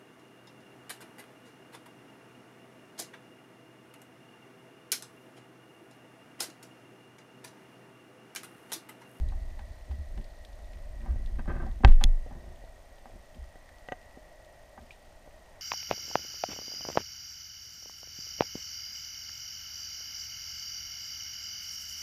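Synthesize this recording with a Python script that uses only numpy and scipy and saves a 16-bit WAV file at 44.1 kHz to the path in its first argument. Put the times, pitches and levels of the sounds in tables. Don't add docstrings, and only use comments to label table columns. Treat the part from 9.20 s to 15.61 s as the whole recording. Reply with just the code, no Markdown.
import sys
import numpy as np
from scipy import signal
from scipy.fft import rfft, irfft
from scipy.io import wavfile
from scipy.ndimage import uniform_filter1d

SR = 44100
rng = np.random.default_rng(int(sys.argv[2]) if len(sys.argv) > 2 else 0)


def bounce(signal):
    frames = np.transpose(np.atleast_2d(signal))
    limited = np.clip(frames, -1, 1)
    pcm = np.round(limited * 32767).astype(np.int16)
    wavfile.write(sys.argv[1], SR, pcm)


N = 282681
TIME = np.arange(N) / SR

# (time [s], level [dB], pitch [Hz], rise time [s])
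JOLTS = [(0.02, -25.5, 61.5, .005), (0.105, -28.5, 64, 0.0038), (0.697, -16, 66.5, 0.023),
         (0.783, -15, 71, 0.046), (0.96, -26.5, 44.8, 0.0065), (1.65, -31, 61.6, 0.029),
         (1.897, -18, 63.4, 0.01), (2.639, -8, 108, .006), (2.6445, -3.5, 53, .003),
         (2.682, -1, 21.9, 0.0087), (2.846, -6.5, 25.5, 0.00067), (2.842, -18, 72, 0.014),
         (3.93, -36.5, 80, 0.012), (4.18, -24, 67, 0.055), (5.6, -40.5, 68.4, .01)]
# (time [s], relative level [dB])
SWAY_LEVELS = [
    [(0.0, -29.5), (0.78, -53), (0.95, -36.5), (1.15, -50), (1.88, -39), (1.9, -33), (2.5, -33.5),
     (2.58, -39)],
    [(3.03, -41), (3.81, -58), (3.99, -50), (4.06, -70), (4.24, -44), (4.31, -57.5), (5.61, -62.5),
     (6.3, -59.5)],
]
# (frequency [Hz], relative level [dB])
SWAY_COLOUR = [(12, -29), (22, 7.5), (29, 2.5), (40, -1.5), (70, -5), (110, -23), (170, -32.5),
               (320, -34.5), (600, -57.5), (1500, -124)]
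# (time [s], level [dB], brightness [Hz], slide time [s])
SHELL_BUMPS = [(0.122, -45.5, 1200, .01), (0.392, -44.5, 2110, 0.0098), (0.712, -49.5, 2400, 0.0072),
               (0.977, -49, 2670, 0.0065), (1.861, -45, 1700, 0.0056), (2.194, -40, 2050, 0.0067),
               (2.258, -48, 1700, .005), (2.606, -38, 350, 0.0043), (2.636, -33, 1320, 0.0023),
               (2.648, -14, 3500, .0012), (2.811, -30.5, 1430, 0.014), (2.838, -35.5, 397, 0.0057),
               (3.11, -43, 1060, 0.013), (3.857, -43.5, 1490, 0.0077), (5.578, -43.5, 1400, 0.01)]
# (pitch [Hz], relative level [dB], time to fade by 60 dB [s])
SHELL_NOTES = [(233, -10, .1), (352, -15, .06), (570, -17, .06), (790, 2, .032), (950, -4, .02),
               (1152, -14, .03), (1560, -5, .026), (1717, -13, .03), (1927, -13, .035), (2110, -12, .016),
               (2570, -7, .02), (3120, -8, .015), (3720, -10, .012), (4430, -8, .011), (5100, -19, .011),
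               (7400, -17, .008)]
# (time [s], level [dB], brightness [Hz], slide time [s])
FITTING_SNAPS = [(2.8396, -22, 10500, .0012)]
# (pitch [Hz], relative level [dB], time to fade by 60 dB [s])
FITTING_NOTES = [(2050, -14, .014), (2700, -11, .011), (3410, 0, .014), (3800, -5, .008), (4250, -8, .01),
                 (5100, -8, .011), (6250, -9, .008), (6650, -9, .008), (7450, -20, .008), (8450, -18, .007),
                 (10450, -14, .009), (11050, -15, .009), (12700, -18, .006)]
# (time [s], level [dB], brightness [Hz], slide time [s])
CAMERA_SHIFTS = [(1.959, -46.5, 810, 0.0026), (3.063, -42.5, 550, 0.0022), (3.439, -48.5, 726, .003),
                 (3.897, -51, 800, .003), (4.357, -49, 1080, 0.005), (4.687, -36, 1860, 0.0039),
                 (4.7185, -46, 1400, .0015), (4.7218, -28.5, 1830, 0.0049), (4.973, -44.5, 466, 0.0066),
                 (6.076, -47.5, 795, 0.0018)]
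# (pitch [Hz], relative level [dB], time to fade by 60 dB [s])
CAMERA_NOTES = [(161, -12.5, 0.053), (269, -9.5, 0.03), (538, 5, 0.018), (728, -2, 0.071),
                (1210, -16, 0.049), (1560, -2, 0.021), (1930, 1.5, 0.046), (2630, -1, 0.012),
                (2970, 8.5, 0.01), (3620, -2, 0.016), (6270, 16, 0.0096)]
# (start [s], length [s], level [dB], brightness [Hz])
DRAGS = [(0.674, 0.18, -58, 554), (0.972, 0.054, -48, 330), (1.794, 0.24, -53, 1200),
         (2.185, 0.039, -44, 1900), (2.273, 0.11, -39.5, 1690), (2.336, 0.21, -44.5, 1520),
         (2.638, .03, -25.5, 1170), (2.669, 0.073, -40.5, 1330), (3.084, .36, -56, 990),
         (3.933, 0.063, -60.5, 900), (4.154, 0.056, -57, 720), (5.578, 0.076, -58, 400)]
# (frequency [Hz], relative level [dB])
RUB_COLOUR = [(50, 1), (120, 21), (230, 4), (400, 7), (600, 1.5), (800, -13), (1200, -1), (2000, -2.5),
              (2700, -6.5), (5000, -3), (12000, -10)]
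# (time [s], level [dB])
SAND_CRUNCHES = [(2.669, -44.5), (2.714, -55.5), (2.805, -47.5)]
# (frequency [Hz], relative level [dB])
SAND_COLOUR = [(500, -8), (1500, 2), (3000, 3), (5500, -12), (9000, -17), (12000, -17), (15000, -25)]
# (time [s], level [dB], pitch [Hz], rise time [s])
BUBBLES = [(2.462, -30, 762, 0.008), (5.7075, -36.5, 2400, 0.00013)]
# (time [s], level [dB], pitch [Hz], time to fade by 60 dB [s])
TICKS = [(0.086, -57, 3940, .035), (0.393, -59, 2880, .033), (0.713, -60, 2850, 0.036),
         (0.977, -58, 2800, 0.033), (1.249, -52, 3540, .025), (1.533, -56, 2380, 0.069),
         (2.061, -55, 3600, .012), (4.146, -59.5, 3180, .025), (4.49, -55.5, 1800, .037),
         (5.708, -53, 2870, 0.18)]
# (frequency [Hz], level [dB per Hz])
HISS_COLOUR = [(20, -76), (45, -80.5), (100, -86), (200, -93), (400, -93), (850, -107), (1050, -101),
               (2300, -102), (4000, -106), (6400, -107), (8000, -112), (15000, -116)]
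# (pitch [Hz], width [Hz], level [dB])
AIR_NOTES = [(619, 120, -60.5), (796, 286, -68.5), (1907, 106, -66.5)]


def jolts(rest_s=2.99, free_s=3.6, bedded_db=-18):
    bedded = np.interp(TIME, [rest_s - .05, rest_s + 0.11, free_s, free_s + .1], [0, 1, 1, 0])
    return swings(JOLTS, cycles=12.4) * undb(bedded_db * bedded)


def sway(boost_db=2.0):
    rumble = colour(rng.standard_normal(N), SWAY_COLOUR)
    strength = np.sqrt(uniform_filter1d(rumble ** 2, SR // 10))
    return undb(boost_db) * motion() * rumble / strength


def knocks(table, notes, even_slide_s=0.0074):
    out, body, t = np.zeros(N), ring(notes), TIME[:SR // 10]
    for s, db, bright_hz, slide_s in table:
        chatter = slips(len(t), per_s=3000, spread_db=6.0) * np.exp(-t / slide_s)
        strength = (slide_s / even_slide_s) ** 1.6
        force = strength * chatter / np.linalg.norm(chatter) - signal.unit_impulse(len(t))
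        add_burst(out, s, db, signal.fftconvolve(soften(force, bright_hz), body))
    return out


def scrapes(brush_db=-27.5, brush_hz=465, bite_share=0.084, ease_share=0.56):
    force = colour(slips(N, per_s=2900, spread_db=4.5), RUB_COLOUR)
    rubbing = signal.fftconvolve(force, ring(SHELL_NOTES))[:N]
    rubbing *= undb(2.5 * wander(per_s=45))
    out = undb(brush_db) * motion() * unit(soften(rubbing, brush_hz))
    for s, length_s, db, bright_hz in DRAGS:
        start, count = int(s * SR), int(length_s * SR)
        along = np.linspace(0, 1, count)
        pressure = np.minimum(1, np.minimum(along / bite_share, (1 - along) / ease_share))
        drag = soften(rubbing[start:start + count], bright_hz) * pressure
        add(out, s, undb(db) * unit(drag))
    return out


def sand(rise_s=0.0068, fade_s=0.18):
    grains = unit(colour(slips(N, per_s=3500, spread_db=-0.5), SAND_COLOUR))
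    weight, t = np.zeros(N), TIME[:SR // 2]
    for s, db in SAND_CRUNCHES:
        add(weight, s, undb(db) * np.minimum(t / rise_s, 1) * fade(t, fade_s))
    return grains * weight


def bubbles():
    return swings(BUBBLES, cycles=44)


def ticks():
    out = np.zeros(N)
    for s, db, hz, fade_s in TICKS:
        add_burst(out, s, db, crunch(hz, fade_s))
    return out


def crackle(count=70, db=-65, spread_db=3.0, low_hz=1100, high_hz=5000, fade_s=0.013):
    out = np.zeros(N)
    for when, size, pitch in rng.random((count, 3)):
        hz = low_hz * (high_hz / low_hz) ** pitch
        add_burst(out, when * TIME[-1], db + spread_db * (2 * size - 1), crunch(hz, fade_s))
    return out


def sizzle(hz=4100, width_hz=800, db=-74, half_level_s=1.64):
    band = resonate(slips(N, per_s=830, spread_db=5), hz, sharpness=hz / width_hz)
    level = undb(db + 0.77 * wander(per_s=9.2))
    return unit(band) * level / (1 + (TIME / half_level_s) ** 4)


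def hiss(waver_db=1.3):
    out = colour(rng.standard_normal(N), HISS_COLOUR) * np.sqrt(SR / 2)
    for hz, width_hz, db in AIR_NOTES:
        note = resonate(rng.standard_normal(N), hz, sharpness=hz / width_hz)
        note = resonate(note, hz, sharpness=hz / width_hz / 3)
        out += unit(note) * undb(db + waver_db * wander(per_s=1.8))
    return out


def whine(hz=8550, db=-65, frames_per_s=29.97, peak_s=0.0216, width_s=0.0019):
    from_peak = TIME % (1 / frames_per_s) - peak_s
    pulse = np.exp(-.5 * (from_peak / width_s) ** 2)
    wobble = 0.28 * wander(per_s=45)
    return undb(db) * pulse * np.sin(2 * np.pi * hz * from_peak + wobble)


def motion():
    times, levels_db = np.vstack(SWAY_LEVELS).T
    return undb(np.interp(TIME, times, levels_db))


def swings(table, cycles):
    out, t = np.zeros(N), TIME[:SR]
    for s, db, hz, rise_s in table:
        level = undb(db) * (1 - np.exp(-t / rise_s)) * fade(t, cycles / hz)
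        add(out, s, level * np.sin(2 * np.pi * hz * t))
    return out


def ring(notes):
    t = TIME[:SR // 10]
    return sum(undb(db) * fade(t, fade_s) * np.cos(2 * np.pi * hz * t) for hz, db, fade_s in notes)


def crunch(hz, fade_s):
    t = TIME[:SR // 8]
    grains = slips(len(t), per_s=6700, spread_db=3) * fade(t, fade_s)
    return resonate(grains, hz, sharpness=3.5)


def slips(count, per_s, spread_db):
    happens = rng.random(count) < per_s / SR
    size = undb(spread_db * rng.standard_normal(count))
    direction = rng.choice([-1, 1], count)
    return unit(happens * direction * size + 1e-12)


def wander(per_s):
    step = int(SR / per_s)
    targets = np.repeat(rng.standard_normal(N // step + 1), step)[:N]
    return unit(uniform_filter1d(targets, step))


def colour(x, points):
    hz, db = np.transpose(points)
    frequencies = np.maximum(np.fft.rfftfreq(len(x), 1 / SR), 1)
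    gain = undb(np.interp(np.log(frequencies), np.log(hz), db))
    return irfft(rfft(x) * gain, len(x))


def soften(x, hz):
    return signal.sosfilt(signal.butter(3, min(hz, SR * .45), fs=SR, output="sos"), x)


def resonate(x, hz, sharpness):
    return signal.lfilter(*signal.iirpeak(hz, sharpness, fs=SR), x)


def fade(t, fade_s):
    return undb(-60 * t / fade_s)


def undb(db):
    return 10 ** (np.asarray(db) / 20)


def unit(x):
    return x / np.sqrt(np.mean(x ** 2))


def add(out, s, sound):
    start = int(s * SR)
    out[start:start + len(sound)] += sound[:N - start]


def add_burst(out, s, db, sound):
    add(out, s, undb(db) * sound * np.sqrt(SR / 200) / np.linalg.norm(sound))


def scene():
    bumps = knocks(SHELL_BUMPS, SHELL_NOTES)
    shifts = knocks(CAMERA_SHIFTS, CAMERA_NOTES)
    snap = knocks(FITTING_SNAPS, FITTING_NOTES)
    contacts = bumps + shifts + snap + ticks() + scrapes() + sand()
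    return (jolts() + sway() + contacts + bubbles() + crackle() + sizzle() + hiss() + whine())[None]


def record(dry, top_hz=15200):
    return signal.sosfilt(signal.ellip(8, .2, 70, top_hz, fs=SR, output="sos"), dry)


dry = scene()
out = record(dry)
bounce(out)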